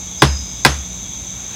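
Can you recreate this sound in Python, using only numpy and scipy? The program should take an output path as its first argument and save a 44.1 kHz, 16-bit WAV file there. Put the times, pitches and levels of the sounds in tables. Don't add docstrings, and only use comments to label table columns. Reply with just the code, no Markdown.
import sys
import numpy as np
from scipy import signal
from scipy.fft import rfft, irfft, next_fast_len
from scipy.io import wavfile

SR = 44100
rng = np.random.default_rng(int(sys.argv[2]) if len(sys.argv) > 2 else 0)


def to_wav(s):
    ch = np.atleast_2d(s).T
    pcm = np.round(np.clip(ch, -1, 1) * 32767)
    wavfile.write(sys.argv[1], SR, pcm.astype(np.int16))


N = 68355
TIME = np.arange(N) / SR

# (frequency [Hz], relative density [dB])
HISS_COLOUR = [(100, 2.5), (3000, -15.5), (6000, -26.5), (9000, -8), (16000, -7.5)]
# (frequency [Hz], relative density [dB])
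AIR_COLOUR = [(25, -25), (50, 4), (75, 2), (110, 0.5), (200, -2), (400, -12.5), (900, -13), (1700, -20.5),
              (2900, -16.5), (4500, -19.5), (7500, -21), (9500, -32.5), (16000, -35)]
HISS_DB, AIR_DB = -48.5, -37.5
# (frequency [Hz], level [dB])
HUM_PARTIALS = [(59.5, -41.5), (121, -47), (183, -43), (234, -59), (267, -54)]
# (time [s], gain [dB])
HUM_RIDE = [(0, -0.5), (0.85, 0), (1.27, -2.5), (1.35, 0), (1.55, -8)]
HUM_WAVER_DB = 2

# (pitch [Hz], bandwidth [Hz], level [dB], wing strokes [1/s])
CHORUS = [(2270, 170, -52, 79), (3750, 240, -44.5, 140), (5120, 130, -54.5, 64), (6134, 274, -33.5, 280),
          (6414, 210, -34, 76), (7144, 680, -41, 130)]
# (time [s], level [dB])
LOW_CHIRR_RIDE = [(0, -53), (0.16, -41.5), (0.24, -55), (0.47, -46), (0.55, -44.5), (0.84, -42.5),
                  (0.94, -47), (1.03, -45), (1.14, -40), (1.21, -49), (1.28, -39), (1.35, -47.5),
                  (1.55, -45.5)]
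# (time [s], level [dB])
BUZZ_RIDE = [(0.17, -65), (0.195, -32), (0.3, -32.5), (0.39, -35), (0.5, -41), (0.6, -46), (0.8, -47),
             (0.95, -74)]
SWELL_DB, SWELLS_PER_S = 0.2, 3.2

# (time [s], level [dB], half-width [s])
SOFT_BUMPS = [(1.218, -42, .016), (1.413, -43, 0.01)]
# (time [s], level [dB])
SLEEVE_RIDE = [(1.15, -87), (1.4, -46), (1.49, -50.5), (1.55, -37)]
# (frequency [Hz], relative density [dB])
CLOTH_COLOUR = [(150, -4), (700, 0), (2800, 0), (8000, -20), (16000, -22)]

# (frequency [Hz], relative density [dB], t60 [s])
TAIL_BANDS = [(153, 0, 0.41), (348, 2, 0.21), (910, -0.5, 0.32), (2000, -7, 0.41), (4400, -5.5, 0.27),
              (6880, -17, 0.51), (9600, -21.5, 0.37), (13000, -35, .24), (16000, -35, .2)]
TAIL_DB, TAIL_DELAY_S, TAIL_BUILD_S = -18, 0.0037, 0.0041
EARLY_DB, EARLY_T60_S = -13, 0.11
TAIL_GRIT_DB, TAIL_GRAINS_PER_S = 0.5, 350
# (delay [s], gain [dB], low-pass cutoff [Hz])
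SLAPS = [(.0146, -15, 14000), (.0235, -23, 900), (.028, -25, 1800)]

# (frequency [Hz], relative level [dB], t60 [s], build-up [s])
THUMP_MODES = [(69.9, 7.5, 0.31, 0.095), (138.3, -1, .15, 0.0091), (197.7, -18.5, 0.18, 0.0034),
               (236.9, -11, 0.097, 0.0033), (320, -5, 0.089, 0.0012), (424, -7, 0.082, 0.003)]
# (frequency [Hz], relative level [dB], t60 [s])
RING_MODES = [(590, -11, 0.074), (688, -6.5, 0.028), (785, 8.5, 0.016), (910, 14.5, 0.015),
              (973.5, 13.5, 0.013), (1117.4, 6, 0.012), (1378, 5.5, 0.017), (1617, 4, 0.021),
              (2008, 3, 0.023), (2500, -2, 0.029), (3378, -3.5, 0.025), (3872, -3.5, 0.02),
              (4103, -12.5, 0.029), (4910, -4, 0.0091), (5174, -2.5, 0.023), (7620, -13.5, 0.015)]
# (frequency [Hz], relative density [dB])
CRACK_COLOUR = [(200, -42), (1000, 3.5), (1800, -4), (2900, -10), (4500, -3), (7000, -24), (11000, -27),
                (16000, -47)]
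# (time [s], hit gain [dB], thump gain [dB], ring tilt [dB/octave])
CHISEL_BLOWS = [(0.2207, 0.502, 4, 0), (0.6492, 2.5, -1.5, 1.34)]
CONTACT_S, TILT_PIVOT_HZ = 0.00013, 973.5
CRACK_DB, CRACK_T60_S = 5.5, 0.02
TICK_DB, TICK_T60_S, TICK_BAND_HZ = -14, 0.0024, (3240, 10800)
REBOUND_DELAY_S, REBOUND_DB, REBOUND_T60_S = 0.012, -3.5, 0.0031
CLIP_LEVEL, CUTOFF_HZ = 0.98, 17000


def from_db(db):
    return 10 ** (np.asarray(db) / 20)


def rms_one(x):
    return x / np.sqrt(np.mean(x ** 2) + 1e-20)


def at_hz(points, hz, column=1):
    table = np.array(points)
    return np.interp(np.log(hz + 1e-3), np.log(table[:, 0]), table[:, column])


def fader(ride):
    return from_db(np.interp(TIME, *np.transpose(ride)))


def coloured(colour):
    size = next_fast_len(N)
    hz = np.arange(size // 2 + 1) * SR / size
    spectrum = rfft(rng.standard_normal(size)) * from_db(at_hz(colour, hz))
    return rms_one(irfft(spectrum, size)[:N])


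def band(low_hz, high_hz, order=2):
    sos = signal.butter(order, [low_hz, high_hz], "band", fs=SR, output="sos")
    return rms_one(signal.sosfilt(sos, rng.standard_normal(2 * N))[N:])


def drift(per_s):
    return np.interp(TIME * per_s, np.arange(1024), rng.standard_normal(1024))


def decay(start, build_s, t60, order=1):
    age = np.maximum(TIME - start, 0)
    return (1 - np.exp(-age / build_s)) ** order * np.exp(-np.log(1000) * age / t60)


def ring(start, hz, build_s, t60, order=1):
    return np.sin(2 * np.pi * hz * (TIME - start)) * decay(start, build_s, t60, order)


def microphone_hiss():
    return from_db(HISS_DB) * np.array([coloured(HISS_COLOUR), coloured(HISS_COLOUR)])


def night_air():
    return from_db(AIR_DB) * coloured(AIR_COLOUR)


def machine_hum():
    hum = np.zeros(N)
    for hz, db in HUM_PARTIALS:
        amplitude = np.sqrt(2) * from_db(db + HUM_WAVER_DB * drift(per_s=12))
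        phase = 2 * np.pi * (hz * TIME + rng.random()) + 0.13 * drift(per_s=6.3)
        hum += amplitude * np.sin(phase)
    return fader(HUM_RIDE) * hum


def chirr(hz, width_hz, strokes_per_s, depth_db=0.5, unsteady=0.16):
    stroke_rate = strokes_per_s * (1 + unsteady * drift(strokes_per_s))
    strokes = np.sin(2 * np.pi * np.cumsum(stroke_rate) / SR)
    wing = band(hz - width_hz / 2, hz + width_hz / 2)
    return rms_one(wing * from_db(depth_db * strokes + SWELL_DB * drift(SWELLS_PER_S)))


def insects():
    chorus = sum(from_db(db) * chirr(hz, width, rate) for hz, width, db, rate in CHORUS)
    low = fader(LOW_CHIRR_RIDE) * chirr(hz=3387, width_hz=226, strokes_per_s=66)
    buzz = fader(BUZZ_RIDE) * chirr(hz=5057, width_hz=150, strokes_per_s=48, depth_db=3)
    return chorus + low + buzz


def worker():
    swells = sum(from_db(db) * np.exp(-0.5 * ((TIME - at) / width) ** 2) for at, db, width in SOFT_BUMPS)
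    bumps = swells * band(low_hz=48, high_hz=94.5)
    return bumps + fader(SLEEVE_RIDE) * coloured(CLOTH_COLOUR)


def scatter(start):
    centres = 150 * 2 ** (np.arange(14) / 2)
    half_band = 2 ** (1 / 4)
    gains = from_db(at_hz(TAIL_BANDS, centres)) * np.sqrt(centres)
    early = from_db(EARLY_DB) * decay(start, TAIL_BUILD_S, EARLY_T60_S)
    wash = np.zeros(N)
    for hz, gain in zip(centres, gains / np.linalg.norm(gains)):
        tail = from_db(TAIL_DB) * decay(start, TAIL_BUILD_S, at_hz(TAIL_BANDS, hz, column=2))
        wash += gain * band(hz / half_band, hz * half_band, order=3) * (early + tail)
    return wash


def slapback(direct):
    slaps = np.zeros(N)
    for delay, db, cutoff_hz in SLAPS:
        delayed = np.interp(TIME - delay, TIME, direct, left=0)
        slaps += from_db(db) * signal.lfilter(*signal.butter(1, cutoff_hz, fs=SR), delayed)
    return slaps


def thump(start):
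    return sum(from_db(db) * ring(start, hz, build_s, t60, order=2)
               for hz, db, t60, build_s in THUMP_MODES)


def rebound(start):
    envelope = decay(start + REBOUND_DELAY_S, CONTACT_S, REBOUND_T60_S)
    return from_db(REBOUND_DB) * band(*TICK_BAND_HZ) * envelope


def chisel_hit(start, tilt_db_per_octave):
    tick = from_db(TICK_DB) * band(*TICK_BAND_HZ) * decay(start, CONTACT_S, TICK_T60_S)
    crack = from_db(CRACK_DB) * coloured(CRACK_COLOUR) * decay(start, CONTACT_S, CRACK_T60_S)
    body = np.zeros(N)
    for k, (hz, db, t60) in enumerate(RING_MODES):
        gain = from_db(db + tilt_db_per_octave * np.log2(hz / TILT_PIVOT_HZ))
        body += (-1) ** k * gain * ring(start, hz, CONTACT_S, t60)
    return tick + crack + body


def scene():
    hits = sum(from_db(db) * chisel_hit(start, tilt) for start, db, _, tilt in CHISEL_BLOWS)
    blows = hits + slapback(hits)
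    grit = from_db(TAIL_GRIT_DB * drift(TAIL_GRAINS_PER_S))
    for start, hit_db, thump_db, _ in CHISEL_BLOWS:
        blows += from_db(hit_db) * (rebound(start) + grit * scatter(start + TAIL_DELAY_S))
        blows += from_db(thump_db) * thump(start)
    return blows + insects() + machine_hum() + night_air() + worker() + microphone_hiss()


def record(dry):
    low_pass = signal.cheby2(12, 70, CUTOFF_HZ, fs=SR, output="sos")
    return signal.sosfilt(low_pass, np.clip(dry, -CLIP_LEVEL, CLIP_LEVEL))


dry = scene()
out = record(dry)
to_wav(out)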